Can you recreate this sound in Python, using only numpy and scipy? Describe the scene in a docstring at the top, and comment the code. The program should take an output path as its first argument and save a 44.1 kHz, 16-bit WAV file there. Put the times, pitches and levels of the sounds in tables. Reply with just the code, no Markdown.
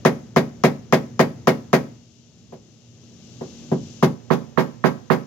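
"""A hammer drives a hand-held wooden block against a car's steel fender: two runs, light taps between.
Each blow ticks on the wood, knocks the block, rings the panel's bending modes and buzzes its edges.
The yard echoes faintly; steady cicadas and far machinery rise and fall with the recorder's gain.
The right microphone is duller; late on, the left side loses bass and dips briefly at each knock."""
import sys
import numpy as np
from scipy import signal
from scipy.fft import rfft, irfft, next_fast_len
from scipy.io import wavfile
from scipy.ndimage import uniform_filter1d

SR = 44100
rng = np.random.default_rng(int(sys.argv[2]) if len(sys.argv) > 2 else 0)


def to_wav(s):
    """Save 16-bit WAV."""
    ch = np.atleast_2d(s).T  # columns
    pcm = np.round(np.clip(ch, -1, 1) * 32767)  # PCM
    wavfile.write(sys.argv[1], SR, pcm.astype(np.int16))


N = 232126
RING_SIZE = 2 ** 15
TIME_S, AGE_S = np.arange(N) / SR, np.arange(RING_SIZE) / SR

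# hammer blows: (time [s], force [dB], contact corner [Hz], bass gain [dB])
BLOWS = [ (0.0504, 0, 3670, -2), (0.3618, -1, 3030, -0.5), (0.6372, 0, 3600, -1), (0.9247, 0, 3600, -2.5),
         (1.1932, 0, 3260, -2), (1.4720, 0, 3400, -3), (1.7301, 0, 3240, -2.5), (2.5228, -24.5, 880, -8),
         (3.4090, -16, 646, -4), (3.7153, -6, 600, 4), (4.0253, -1.5, 1310, 4.5), (4.3029, -1, 1460, 4),
         (4.5740, 0, 2200, 1.5), (4.8391, 0.5, 2180, 2.5), (5.1005, 0.5, 2500, 2)]
# panel response with the block moved to its second seat: (frequency [Hz], gain [dB])
SECOND_SEAT_EQ = [(250, -1.5), (360, 1.5), (520, -1), (660, -2.5), (1000, 3.5), (1400, 3.5), (2000, 0)]


def hammer(moved_s=3.0, moved_wood_db=1, fresh_share=0.4, bass_hz=170, mid_hz=420):
    """Each blow rings block and panel; a softer, longer contact takes the treble away."""
    track = np.zeros((2, N))
    modes, base_clang, wood = fender(), clang(), block()
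    tick, edge_eq = face_tick(), edge_resonances()
    for time_s, force_db, corner_hz, bass_db in BLOWS:
        wood_db, buzz_db, tick_db = contact_levels(force_db, corner_hz)
        # the block shifts between blows and wakes slightly different weak modes
        ring = disperse(modes + np.sqrt(1 - fresh_share) * base_clang + np.sqrt(fresh_share) * clang())
        if time_s > moved_s:
            ring = colour(ring, SECOND_SEAT_EQ)
            wood_db += moved_wood_db
        contact = signal.butter(2, corner_hz, fs=SR, output="sos")
        knock = signal.sosfilt(contact, ring + undb(wood_db) * wood)
        # a firmly pressed block moves the whole panel, a loose one only its higher modes
        knock = colour(knock, [(bass_hz, bass_db), (mid_hz, 0)])
        buzz = edge_buzz(ring, edge_eq)
        add(track, undb(force_db) * knock + undb(buzz_db) * buzz + undb(tick_db) * tick, time_s)
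    return track


def contact_levels(force_db, corner_hz, firm_hz=1360):
    """Contact softer than firm_hz weakens wood and buzz; the tick grows with hardness."""
    hardness_oct = np.log2(corner_hz / firm_hz)
    softness_oct = max(-hardness_oct, 0)
    wood_db = 1.5 - 14.5 * softness_oct
    buzz_db = force_db - 13 * softness_oct
    tick_db = force_db - 11 + 12.5 * hardness_oct
    return wood_db, buzz_db, tick_db


# steel-on-wood spectrum: (frequency [Hz], level [dB])
TICK_SPECTRUM = [(500, -28.5), (2000, -15.5), (3800, -17), (6300, -9), (8000, -34), (16000, -40)]


def face_tick(t60_s=0.0052):
    """The steel face meets the wood in a short noise burst."""
    return colour(noise(RING_SIZE, likeness=0.35) * fade(AGE_S, t60_s), TICK_SPECTRUM)


# wooden block modes: (frequency [Hz], level [dB], t60 [s])
BLOCK_MODES = [(1096, 4, 0.011), (1330, -4, 0.016), (1754, -1.5, 0.018)]


def block(rise_s=0.0038):
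    """Hand-damped wood gives a brief hollow knock."""
    wood = sum((-1) ** k * undb(db) * fade(AGE_S, t60_s) * np.sin(2 * np.pi * hz * AGE_S)
               for k, (hz, db, t60_s) in enumerate(BLOCK_MODES))
    return rise(rise_s) * wood


# fender bending modes: (frequency [Hz], level [dB], t60 before block damping [s])
FENDER_MODES = [(113.8, -35, 0.71), (167.5, -13, 0.22), (142.9, -15.5, 0.33), (191.9, -17, 0.29),
                (231.5, -22.5, 0.37), (217.6, -18.5, 0.36), (246, -14.5, 0.34), (277.1, -20, 0.33),
                (323.3, -23.5, 0.29), (379.3, -8, 0.13), (364, -18.5, 0.28), (430, -26, 0.37),
                (475, -2, 0.023), (498.6, -10.5, 0.17), (553, -22, 0.34), (635, -16.5, 0.15),
                (713, -13.5, 0.085), (837.4, -20, 0.17), (917, -22, 0.082), (956.4, -23.5, 0.13),
                (999, -19, 0.11), (1119, -28.5, 0.22), (1144, -25, 0.029), (1346, -31, 0.18),
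                (1490, -15.5, 0.0085), (1595, -24, 0.14), (1642, -19, 0.047), (1884, -17, 0.16),
                (2106, -38, 0.089), (2340, -27.5, 0.065)]


def fender(mean_lag_s=0.00006, lag_spread_s=0.00018, grip_t60_s=0.94, grip_hz=500):
    """The panel's main modes ring; the pressed block damps the higher ones most."""
    ring = np.zeros((2, RING_SIZE))
    # each mode radiates from its own patch, so has its own lag between the microphones
    lags_s = mean_lag_s + lag_spread_s * rng.standard_normal(len(FENDER_MODES))
    for k, ((hz, db, t60_s), lag_s) in enumerate(zip(FENDER_MODES, lags_s)):
        held_t60_s = 1 / (1 / t60_s + min(hz / grip_hz, 1) ** 3 / grip_t60_s)
        age_s = np.maximum(AGE_S - np.array([[lag_s], [-lag_s]]) / 2, 0)
        ring += (-1) ** k * undb(db) * fade(AGE_S, held_t60_s) * np.sin(2 * np.pi * hz * age_s)
    return ring


# spectrum of the weak panel modes: (frequency [Hz], level [dB])
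CLANG_SPECTRUM = [(30, -26.5), (65, -20.5), (110, -6.5), (200, -11), (450, -2), (750, -3), (1100, -9.5),
                  (1500, -7), (2200, -5.5), (2700, -18.5), (4000, -31.5), (8000, -19.5)]


def clang(low_t60_s=0.17, high_t60_s=0.11, split_hz=1100, hold_s=0.016, rise_s=0.0019):
    """Dense modes blur into a noisy clang whose upper band dies first."""
    lowpass = signal.butter(4, split_hz, fs=SR, output="sos")
    highpass = signal.butter(4, split_hz, "high", fs=SR, output="sos")
    low = signal.sosfilt(lowpass, noise(RING_SIZE, likeness=0.45)) * fade(AGE_S - hold_s, low_t60_s)
    high = signal.sosfilt(highpass, noise(RING_SIZE, likeness=0.29)) * fade(AGE_S - hold_s, high_t60_s)
    return colour(rise(rise_s) * (low + high), CLANG_SPECTRUM)


def disperse(ring, travel_s=0.000892):
    """Bending waves cross the sheet in travel_s at 1 kHz; lower ones arrive later."""
    hz = np.arange(RING_SIZE // 2 + 1) * SR / RING_SIZE
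    return irfft(rfft(ring) * np.exp(-4j * np.pi * travel_s * np.sqrt(1000 * hz)))


# panel edge buzz spectrum: (frequency [Hz], level [dB])
BUZZ_SPECTRUM = [(800, -52.5), (2000, -14), (3000, -16), (4500, -17), (6700, -20), (7900, -36.5),
                 (10000, -30.5), (12500, -29), (16000, -34)]


def edge_buzz(ring, edge_eq, hold_s=0.019, t60_s=0.11, rise_s=0.0016, chatter=0.24):
    """The panel's edges chatter briefly, hardest at the crests of its swing."""
    swing = np.abs(ring[0])
    crests = swing / (uniform_filter1d(swing, size=600) + 1e-9)
    envelope = rise(rise_s) * fade(AGE_S - hold_s, t60_s) * (1 + chatter * (crests - 1))
    hiss = colour(noise(RING_SIZE, likeness=0.2) * envelope, BUZZ_SPECTRUM)
    return colour(hiss, edge_eq)


def edge_resonances(ripple_db=2.0, mean_db=-1):
    """Narrow edge resonances as a random ripple: (frequency [Hz], gain [dB])."""
    hz = np.geomspace(2000, 16000, 220)
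    return np.column_stack([hz, mean_db + ripple_db * rng.standard_normal(len(hz))])


def yard(knocks, gain_db=-17, t60_s=0.37, first_s=0.016):
    """Scattered echoes from car body, ground and nearby walls."""
    echoes = noise(RING_SIZE, likeness=0.17) * fade(AGE_S - first_s, t60_s) * (AGE_S > first_s)
    echoes /= np.sqrt(np.sum(echoes ** 2, axis=1, keepdims=True))
    echoes = colour(echoes, [(200, 0), (700, 0.0054), (2000, -3), (8000, 1)])
    return undb(gain_db) * signal.fftconvolve(knocks, echoes, axes=1)[:, :N]


# far machinery and traffic spectrum: (frequency [Hz], level [dB])
HUM_SPECTRUM = [(25, -65.5), (60, -42.5), (100, -29), (170, -31.5), (240, -35.5), (400, -41), (1000, -59),
                (2200, -59.5), (8000, -80.5)]
# machine tones: (frequency [Hz], level [dB])
HUM_TONES = [(120, -56), (234, -54.5)]
# recorder gain on the hum: (time [s], gain [dB])
RECORDER_GAIN_ON_HUM = [(1.9, 7.5), (2.1, -2), (2.9, 0), (3.5, 9.5), (4.15, 7)]


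def far_hum(throb_db=1.0, tone_waver_db=3, pitch_spread=0.012):
    """Steady far machinery and traffic; recorder gain drops after the first run, then recovers."""
    hum = colour(noise(N, likeness=0.72), HUM_SPECTRUM) * undb(-throb_db * waver(rate_hz=4.6))
    for hz, db in HUM_TONES:
        pitch_hz = hz * (1 + pitch_spread * waver(rate_hz=14))
        phase = 2 * np.pi * np.cumsum(pitch_hz) / SR
        hum += undb(db + tone_waver_db * waver(rate_hz=9.8)) * np.sin(phase)
    return hum * undb(np.interp(TIME_S, *np.transpose(RECORDER_GAIN_ON_HUM)))


# cicada chorus spectrum: (frequency [Hz], level [dB])
CICADA_SPECTRUM = [(1500, -77.5), (2350, -60.5), (2750, -50.5), (4500, -51), (6200, -45.5), (7300, -51),
                   (8200, -71.5), (13000, -78.5), (16000, -91.5)]
# recorder gain on the cicadas: (time [s], gain [dB])
RECORDER_GAIN_ON_CICADAS = [(0, 0), (2.85, -0.5), (3.5, 9.5), (4.03, 9.5), (4.15, 0.5)]


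def cicadas(shimmer_db=0.5):
    """Steady cicada hiss, rising and falling with the recorder's gain."""
    hiss = colour(noise(N, likeness=0.24), CICADA_SPECTRUM) * undb(-shimmer_db * waver(rate_hz=15))
    return hiss * undb(np.interp(TIME_S, *np.transpose(RECORDER_GAIN_ON_CICADAS)))


def undb(db):
    """Decibels to gain."""
    return 10 ** (np.asarray(db) / 20)


def rise(tau_s):
    """Exponential attack from 0 to 1."""
    return 1 - np.exp(-AGE_S / tau_s)


def fade(age_s, t60_s):
    """Unity until age 0, then exponential decay."""
    return np.exp(-np.log(1000) * np.maximum(age_s, 0) / t60_s)


def colour(x, points):
    """Minimum-phase filter through (frequency [Hz], gain [dB]) points."""
    size = 2 * next_fast_len(x.shape[-1] // 2 + 2048)
    hz, db = np.transpose(points)
    bins_hz = np.maximum(np.arange(size // 2 + 1) * SR / size, 1)
    gain = undb(np.interp(np.log(bins_hz), np.log(hz), db))
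    cepstrum = irfft(np.log(gain))
    cepstrum[1:size // 2] *= 2
    cepstrum[size // 2 + 1:] = 0
    return irfft(rfft(x, size) * np.exp(rfft(cepstrum)))[..., :x.shape[-1]]


def noise(size, likeness):
    """Stereo white noise; likeness is the power share common to both sides."""
    common, *own = rng.standard_normal((3, size))
    return np.sqrt(likeness) * common + np.sqrt(1 - likeness) * np.array(own)


def waver(rate_hz):
    """Random wander with a spread near 1."""
    knots = rng.standard_normal(256)
    return np.interp(TIME_S * rate_hz, np.arange(len(knots)), knots)


def add(track, sound, start_s):
    """Mix a sound into the track at start_s."""
    start = int(start_s * SR)
    part = sound[:, :N - start]
    track[:, start:start + part.shape[1]] += part


def scene():
    """Knocks and their echoes over hum and cicadas."""
    knocks = hammer()
    return knocks + yard(knocks) + far_hum() + cicadas()


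# thinned left channel: (frequency [Hz], gain [dB])
THIN_LEFT_EQ = [(100, -16), (250, -8), (500, 0), (1000, 0.5), (3000, -1)]


def thin_out(left, from_s=4.14, crossfade_s=0.0036, dip_db=-21, recover_s=0.033, lead_s=0.00049):
    """After from_s the left side loses bass and its level dips briefly at each knock."""
    blend = np.clip((TIME_S - from_s) / crossfade_s, 0, 1)
    dips_db = sum(np.interp(TIME_S - time_s, [-2 * lead_s, -lead_s, recover_s], [0, dip_db, 0])
                  for time_s, *_ in BLOWS if time_s > from_s)
    return (1 - blend) * left + blend * colour(left, THIN_LEFT_EQ) * undb(dips_db)


# right microphone response: (frequency [Hz], gain [dB])
RIGHT_MIC_EQ = [(600, 0), (1100, 0), (2000, -4), (3000, -5), (4500, -9.5), (6500, -29), (8000, -23.5),
                (12000, -9.5), (16000, -15.5)]


def record(dry):
    """Two unlike microphones, clipping at full scale and a steep 16 kHz low-pass."""
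    pair = np.array([thin_out(dry[0]), colour(dry[1], RIGHT_MIC_EQ)])
    lowpass = signal.ellip(10, 0.2, 80, 16000, fs=SR, output="sos")
    return signal.sosfilt(lowpass, np.clip(pair, -1, 1))


dry = scene()
out = record(dry)
to_wav(out)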